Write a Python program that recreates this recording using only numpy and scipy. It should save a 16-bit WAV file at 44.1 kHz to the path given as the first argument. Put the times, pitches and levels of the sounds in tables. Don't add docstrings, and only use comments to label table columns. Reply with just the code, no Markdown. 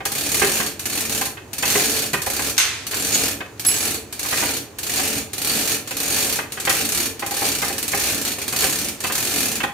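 import sys
import numpy as np
from scipy import signal
from scipy.fft import rfft, irfft, next_fast_len
from scipy.io import wavfile
from scipy.ndimage import uniform_filter1d

SR = 44100
rng = np.random.default_rng(int(sys.argv[2]) if len(sys.argv) > 2 else 0)


def boost_factor(decibels):
    exponent = np.asarray(decibels, float) / 20
    return 10 ** exponent


def wav_record(signal):
    frames = np.transpose(np.atleast_2d(signal))
    bounded = np.clip(frames, -1, 1)
    quanta = np.round(bounded * 32767).astype(np.int16)
    wavfile.write(sys.argv[1], SR, quanta)


N = 429093

# (frequency [Hz], relative level [dB])
NIGHT_SPECTRUM = [(25, -26), (76.5, -1), (110, 1), (160, -10), (190, -11), (344, -5), (451, -7), (500, -13),
                  (818, -16), (2480, -27), (3500, -33), (5300, -35), (6740, -28), (8000, -35), (16000, -39)]
# (frequency [Hz], side over mid [ratio])
STEREO_WIDTH = [(60, 0.11), (250, 0.23), (500, 0.33), (1000, 0.63), (2000, 0.62), (4000, 0.82), (8000, 0.9),
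                (14000, 0.71)]
# (time [s], relative level [dB], centre of panel struck [Hz], mode fall-off, sign ignored [dB/octave])
CABINET_SLAPS = [(.004, -24, 1100, 5), (.054, -20, 744, -2), (.417, -5, 390, 4), (.434, -5, 401, 6.5),
                 (.6, -16, 1560, 5), (.619, -17, 406, 6), (1.212, -16.5, 1160, 7), (1.371, -26.5, 2130, 8),
                 (1.629, -15, 2430, 3.5), (1.753, -5, 402, 7), (2.136, -9.5, 396, 3),
                 (2.267, -10, 796, 12.5), (2.392, -17, 810, 5), (2.931, -22, 799, 1.5),
                 (3.405, -18.5, 1700, 6), (4.248, -23, 1060, 4), (4.325, -15, 1850, 4),
                 (4.425, -15, 1060, 5.5), (4.99, -17, 789, 3), (5.91, -26, 2400, 2.5),
                 (6.388, -13.5, 1670, 9.5), (6.573, -21.5, 1650, 6), (6.673, -13.5, 2040, 0),
                 (6.701, -12, 2560, 9), (7.223, -14.5, 797, 5.5), (7.312, -18, 799, 9),
                 (7.419, -9, 800, 13), (7.623, -14.5, 1220, 5), (7.698, -14, 476, 8), (7.932, -7, 398, 6.5),
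                 (8.38, -22.5, 450, 5), (8.531, -22.5, 1220, 5), (8.633, -11, 361, 5.5),
                 (9.042, -18.5, 1700, 1.5), (9.099, -16, 1260, 6.5), (9.602, -16, 2220, 6),
                 (9.635, -13.5, 775, 1.5)]
# (frequency [Hz], relative level [dB], t60 [s])
CABINET_MODES = [(406.5, -4.5, 0.19), (545, -6.5, 0.1), (797, -0.5, 0.054), (1056, -5, 0.025),
                 (1225, -3.5, 0.023), (1620, 0.5, 0.013), (1939, -2.5, 0.023), (2128, -6, 0.05),
                 (2594, 0.5, 0.03), (3020, -2, 0.0094)]
# (frequency [Hz], gain [dB])
THUD_SPECTRUM = [(200, -84), (400, -5), (1000, -2), (2200, 14), (3200, -8), (6000, -58)]
# (time [s], teeth passed [count], relative click level [dB])
HAND_STROKES = [
    [(.053, 0, -1), (.118, 1, -5.5), (.151, 2.5, -7), (.2629, 5.5, -7.5), (.3957, 11, -3.5),
     (.5169, 16, -4.5), (.5985, 20, -8.5), (.662, 21.5, -6.5)],
    [(.794, 0, -8), (.8556, 1, -3.5), (.898, 2, -9), (1.006, 5.5, -5.5), (1.0949, 8, -6), (1.148, 10, -6.5),
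     (1.2116, 12.5, -5), (1.2548, 13, -6)],
    [(1.5312, 0, -8.5), (1.5822, 1, -6.5), (1.6244, 2, -5.5), (1.6781, 4, -3.5), (1.8558, 14, -5.5),
     (1.9904, 20, -6.5), (2.0204, 21, -5.5), (2.059, 22, -10.5)],
    [(2.1318, 0, -3.5), (2.2179, 1, -5.5), (2.2628, 2, -5.5), (2.3642, 5, -7), (2.496, 9.5, -7.5)],
    [(2.867, 0, -7.5), (2.9113, 1, -8.5), (2.9692, 3, -9), (3.0471, 6, -6), (3.2135, 16, -7),
     (3.281, 19, -6.5), (3.3102, 20, -12)],
    [(3.5954, 0, -8), (3.649, 1, -3), (3.714, 3, -6.5), (3.8276, 8, -8), (3.9071, 11, -7.5),
     (3.9433, 12, -9)],
    [(4.1256, 0, -10), (4.193, 1, -6.5), (4.2296, 2, -8), (4.286, 4, -8), (4.414, 11.5, -10),
     (4.5067, 16, -8.5), (4.5669, 18, -9)],
    [(4.7854, 0, -8), (4.831, 1, -7.5), (4.8663, 2, -9), (4.9583, 6, -7.5), (5.0755, 12, -7.5),
     (5.128, 14.5, -8.5), (5.1797, 15.5, -12.5)],
    [(5.3322, 0, -7), (5.38, 1, -6.5), (5.4167, 2, -5.5), (5.472, 4, -4.5), (5.5895, 10, -7),
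     (5.675, 14, -4.5), (5.717, 16, -4), (5.745, 17, -9.5)],
    [(5.874, 0, -11.5), (5.9078, 1, -11), (5.9674, 2, -4.5), (6.0014, 3, -4.5), (6.102, 7, -5.5),
     (6.2038, 12, -5.5), (6.2946, 16, -6), (6.3573, 17.5, -7)],
    [(6.5206, 0, -8.5), (6.5996, 1, -7), (6.651, 2, -3.5), (6.6947, 3, 2.5), (6.7261, 4, -7.5),
     (6.8115, 7.5, -7.5), (6.8894, 10, -5), (6.974, 13, -5), (7.056, 15.5, -7)],
    [(7.194, 0, -10), (7.2628, 1, -6.5), (7.309, 2, -7), (7.3675, 4, -6), (7.4866, 9.5, -7),
     (7.6176, 14, -5.5), (7.6809, 16, -7.5), (7.7267, 17, -9)],
    [(7.781, 0, -5), (7.8269, 1, -5), (7.8799, 2, -4.5), (7.9474, 4, -5.5), (8.037, 8, -7),
     (8.1452, 13.5, -8.5), (8.2504, 17, -5.5), (8.3162, 19, -8), (8.3849, 20.5, -11), (8.416, 21, -9.5)],
    [(8.4796, 0, -4.5), (8.5253, 1, -6), (8.5621, 2, -2.5), (8.6408, 5.5, -4.5), (8.7864, 11, -6),
     (8.845, 13, -9), (8.8843, 14, -7)],
    [(9.0038, 0, -10), (9.0386, 1, -8), (9.068, 2, -8), (9.121, 3, -3), (9.1523, 4, -3.5),
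     (9.2257, 7, -6.5), (9.3173, 11, -8), (9.4049, 15, -5), (9.5157, 19, -7), (9.5547, 20, -6),
     (9.6314, 21, -12)],
]
# (frequency [Hz], relative level [dB])
PAWL_SPECTRUM = [(350, -1), (600, -8.5), (834, -4), (944, -10), (1040, -7.5), (1830, -5.5), (2540, -3.5),
                 (5260, -3), (12200, -2), (16000, -10.5)]
# (frequency [Hz], relative level [dB])
RATTLE_SPECTRUM = [(240, -65), (400, -1), (439, 4), (481, -4), (814, -3.5), (935, -14), (2400, -4.5),
                   (3310, -5.5), (6740, -6), (14800, -12.5), (16000, -20.5)]
# (frequency [Hz], relative level [dB])
RUMBLE_SPECTRUM = [(35, -37), (60, -2.5), (172, -12.5), (293, 8.5), (380, -14), (441, -5), (483, -12.5),
                   (900, -30.5), (1170, -49), (1980, -120)]
# (relative level at 40 teeth/s [dB], rise per doubling of speed [dB], lag [s], relative level at rest [dB])
RATTLE_SPEED_LAW = (-32, 7, 0.03, -57)
RUMBLE_SPEED_LAW = (-34, 6, 0.06, -52.5)
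# (frequency [Hz], relative level [dB], t60 [s])
HOUSING_MODES = [(1807, -18, 0.028), (2237, -46, 0.21), (2400, -25, 0.13), (2476, -20.5, 0.068),
                 (2600, -21, 0.076), (2936, -18.5, 0.0085), (4370, -19.5, 0.073), (4570, -14.5, 0.018),
                 (5960, -17.5, 0.055), (6690, -18.5, 0.023), (6930, -15.5, 0.018), (7580, -15.5, 0.12),
                 (8500, -18.5, 0.028), (8800, -18.5, 0.009), (9060, -23, 0.029), (10200, -28, 0.089),
                 (11800, -20, 0.03)]
GEARCASE_MODES = [(100.7, -4, 0.23), (223, -2.5, 0.24), (295, -2, 0.13), (348, -3, 0.084), (443, 1, 0.23),
                  (570, -9, 0.11)]
# (time [s], relative crash level [dB], relative ring level [dB])
TUBE_LASHES = [(1.654, -21, -19), (1.701, -26, -16.5), (2.567, -27, -30), (2.579, -8.5, -9),
               (2.599, -20, -17)]
# (frequency [Hz], relative level [dB])
LASH_SPECTRUM = [(400, -27), (800, -9.5), (2150, -0.5), (5000, -3.5), (7000, -3.5), (13500, -15),
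                 (16000, -30)]
# (frequency [Hz], relative level [dB], t60 [s])
TUBE_MODES = [(1520, -9, .15), (2080, -6, .2), (2719, -7, .3), (3480, -8, .15), (4194, -8, .2),
              (6170, -6, .2), (6230, -5, .25), (6340, -4, .1), (8600, -9, .18), (11370, -9, .18),
              (12330, -11, .15), (13500, -12, .1)]
# (time [s], relative level [dB])
PIECE_BLOWS = [(3.657, -34), (3.664, -4)]
# (frequency [Hz], relative level [dB], t60 [s])
PIECE_MODES = [(5122, -17, .3), (7850, -15, .25), (7892, -8, .6), (11163, -5.5, .5), (11168.5, -6.5, .5),
               (11560, -20, .1), (14510, -16, .22)]
# (frequency [Hz], gain [dB])
MIC_RESPONSE = [(20, -39), (45, -9.5), (70, -4), (14500, -1), (15500, 1), (16500, -44)]
# (frequency [Hz], lag [rad])
RIGHT_PORT_LAG = [(100, .02), (800, 0.17), (2400, 0.21), (4500, 0.53), (7000, 0.65), (12000, 0.086)]

NIGHT_DB = -38.5
LEFT_OVER_RIGHT_DB = -1
SLAP_S = 0.022
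YARD_T60_S, YARD_TREBLE_T60_S, YARD_DB = 0.3, 0.25, -5
TOOTH_SCATTER_DB = 2.0
HURRIED_DB = -4
RUN_ON_S = 0.055


def level(x, db):
    return x * boost_factor(db) / np.sqrt(np.mean(x ** 2))


def along(table, hz):
    table_hz, value = np.transpose(table)
    return np.interp(np.log(hz + 1), np.log(table_hz), value)


def colour(x, table):
    size = next_fast_len(N)
    gain = boost_factor(along(table, np.fft.rfftfreq(size, 1 / SR)))
    return irfft(rfft(x, size) * gain, size)[..., :N]


def lowpass(x, order, hz):
    return signal.sosfilt(signal.butter(order, hz, fs=SR, output="sos"), x)


def noise(length=N):
    size = next_fast_len(length)
    mid, side = rfft(rng.standard_normal((2, size)))
    side = side * along(STEREO_WIDTH, np.fft.rfftfreq(size, 1 / SR))
    return level(irfft(np.array([mid + side, mid - side]), size)[:, :length], 0)


def fading(s, gain, t60_s, rise_s=0.00024):
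    blows = np.bincount(np.clip(np.round(s * SR).astype(int), 0, N - 1), gain, N)
    decay = np.exp(-np.log(1000) / (t60_s * SR))
    soft = np.exp(-1 / (rise_s * SR))
    return signal.lfilter([1 - soft], [1, -soft], signal.lfilter([1], [1, -decay], blows))


def walk(rate_hz):
    hold = int(SR / rate_hz)
    steps = np.repeat(rng.standard_normal(N // hold + 1), hold)
    return 1.2 * uniform_filter1d(uniform_filter1d(steps, hold), hold)[:N]


def ring(x, modes, patchy_db=0):
    out = 0
    for hz, db, t60_s in modes:
        r = np.exp(-np.log(1000) / (t60_s * SR))
        w = 2 * np.pi * hz / SR
        drive = x * boost_factor(db + patchy_db * walk(35)) if patchy_db else x * boost_factor(db)
        gain = np.sin(w) * np.sqrt(1 - r * r)
        out = out + signal.lfilter([gain], [1, -2 * r * np.cos(w), r * r], drive)
    return out


def night_hum():
    return level(colour(noise(), NIGHT_SPECTRUM), NIGHT_DB) * boost_factor(0.51 * walk(2.47))


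def slaps():
    out, push = np.zeros((2, N)), np.zeros((2, N))
    t = np.arange(int(0.3 * SR)) / SR
    u = t / SLAP_S
    landing = np.minimum(u * 5, 1) * np.exp(-u ** 2)
    for s, db, centre_hz, fall_db in CABINET_SLAPS:
        fall_db = abs(fall_db)
        links = noise(len(t)) * landing * boost_factor(db - 4.5)
        detune = 1 + 0.022 * rng.standard_normal(len(CABINET_MODES))
        modes = []
        for (hz, mode_db, t60_s), ratio in zip(CABINET_MODES, detune):
            octaves = abs(np.log2(hz / centre_hz))
            modes.append((hz * ratio, mode_db - fall_db * octaves, t60_s))
        i = max(int((s - 0.002) * SR), 0)
        out[:, i:i + len(t)] += ring(links, modes)[:, :N - i]
        push[:, i:i + len(t)] += links[:, :N - i] * boost_factor(-fall_db)
    return out + boost_factor(1) * colour(push, THUD_SPECTRUM)


def yard(x):
    t = np.arange(int(0.7 * SR)) / SR
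    tail = noise(len(t)) * np.minimum(t / 0.043, 1)
    low = lowpass(tail, 2, 4000)
    tail = low * boost_factor(-60 * t / YARD_T60_S) + (tail - low) * boost_factor(-60 * t / YARD_TREBLE_T60_S)
    response = level(tail, YARD_DB) / np.sqrt(len(t))
    return signal.fftconvolve(x.mean(axis=0, keepdims=True), response, axes=1)[:, :N]


def teeth():
    rows = []
    for stroke in HAND_STROKES:
        s, turned, db = np.transpose(stroke)
        turned = np.round(turned)
        pace = np.gradient(s, turned)
        tooth = np.arange(turned[-1] + 1)
        j = np.minimum(np.searchsorted(turned, tooth, "right") - 1, len(s) - 2)
        span, span_s = turned[j + 1] - turned[j], s[j + 1] - s[j]
        u = (tooth - turned[j]) / span
        bend_in = (1 - u) * (pace[j] * span - span_s)
        bend_out = u * (pace[j + 1] * span - span_s)
        tooth_s = s[j] + u * span_s + u * (1 - u) * (bend_in - bend_out)
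        between = (u % 1 > 0) * 1.0
        rows.append([tooth_s, np.interp(tooth, turned, db), between])
    s, db, between = np.hstack(rows)
    hurry = np.maximum(np.log2(1 / np.gradient(s) / 30), 0)
    db = db + HURRIED_DB * between * hurry
    return s, db + TOOTH_SCATTER_DB * between * rng.standard_normal(len(s))


def with_speed(s, law):
    db, doubling_db, lag_s, rest_db = law
    gap_s = np.diff(s)
    speed = 1 / np.maximum(gap_s, 1 / 100)
    reach = np.minimum(gap_s / 2, RUN_ON_S)
    moving_db = np.maximum(db + doubling_db * np.log2(speed / 40), rest_db)
    knots_s = np.ravel([s[:-1] + reach, s[1:] - reach], "F")
    return np.interp(np.arange(N) / SR - lag_s, knots_s, np.repeat(moving_db, 2), rest_db, rest_db)


def pawl(s, db):
    tick = fading(s, boost_factor(db), 0.011, rise_s=0.00019) * boost_factor(-17)
    chatter = fading(s, boost_factor(db), 0.14, rise_s=0.0015) * boost_factor(-15.5)
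    return level(colour(noise(), PAWL_SPECTRUM), 0) * (tick + chatter)


def rattle(db):
    chance = rng.random((4000, 2))
    grain_gain = boost_factor(-2.6 * np.log(1 - chance[:, 1]))
    grains = fading(chance[:, 0] * N / SR, grain_gain, 0.043)
    links = level(colour(noise(), RATTLE_SPECTRUM) * (grains + 2.0), 0)
    dull = lowpass(links, 1, 6000)
    return boost_factor(db + 4) * (dull + (links - dull) * boost_factor(0.4 * (db + 28)))


def housing(works):
    pairs = [(hz * (1 + side * 0.0096), db, t60_s) for hz, db, t60_s in HOUSING_MODES for side in (-1, 1)]
    return boost_factor(-8) * ring(works, pairs, patchy_db=6.0)


def rumble(db):
    db = db + 1.8 * walk(9)
    shake = boost_factor(-2.0) * level(colour(noise(), RUMBLE_SPECTRUM), 0) * boost_factor(db + 0.95 * walk(26))
    return shake + boost_factor(-3.5) * ring(noise() * boost_factor(db), GEARCASE_MODES, patchy_db=1)


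def lash():
    s, crash_db, ring_db = np.transpose(TUBE_LASHES)
    blow = noise() * (fading(s, boost_factor(ring_db), 0.034) + boost_factor(-14.0) * fading(s, boost_factor(ring_db), 0.25))
    hiss = level(colour(noise(), LASH_SPECTRUM), -7)
    low = lowpass(hiss, 1, 5000)
    crack = fading(s, boost_factor(crash_db), 0.047) * boost_factor(3)
    bass_crash = low * (fading(s, boost_factor(crash_db), 0.74) + crack)
    treble_crash = (hiss - low) * (fading(s, boost_factor(crash_db), 0.3) + crack)
    return ring(blow, TUBE_MODES) + bass_crash + treble_crash


def ping():
    s, db = np.transpose(PIECE_BLOWS)
    blows = np.bincount(np.round(s * SR).astype(int), boost_factor(db), N)
    swell = 1 - fading(s, np.ones(len(s)), 0.01)
    return boost_factor(28) * ring(blows, PIECE_MODES) * swell * boost_factor([[-1.5], [1.5]])


def scene():
    night = night_hum()
    s, db = teeth()
    works = pawl(s, db) + rattle(with_speed(s, RATTLE_SPEED_LAW))
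    works = works + housing(works)
    hoist = slaps() + works + rumble(with_speed(s, RUMBLE_SPEED_LAW)) + lash()
    balance = boost_factor([[LEFT_OVER_RIGHT_DB / 2], [-LEFT_OVER_RIGHT_DB / 2]])
    return (hoist + yard(hoist) + ping() + night) * balance


def top_cut(x):
    return signal.sosfilt(signal.butter(12, 16640, fs=SR, output="sos"), x)


def record(dry):
    left, right = colour(dry, MIC_RESPONSE)
    lag_rad = along(RIGHT_PORT_LAG, np.fft.rfftfreq(N, 1 / SR))
    right = irfft(rfft(right) * np.exp(-1j * lag_rad), N)
    return top_cut(np.array([left, right]))


dry = scene()
out = record(dry)
wav_record(out)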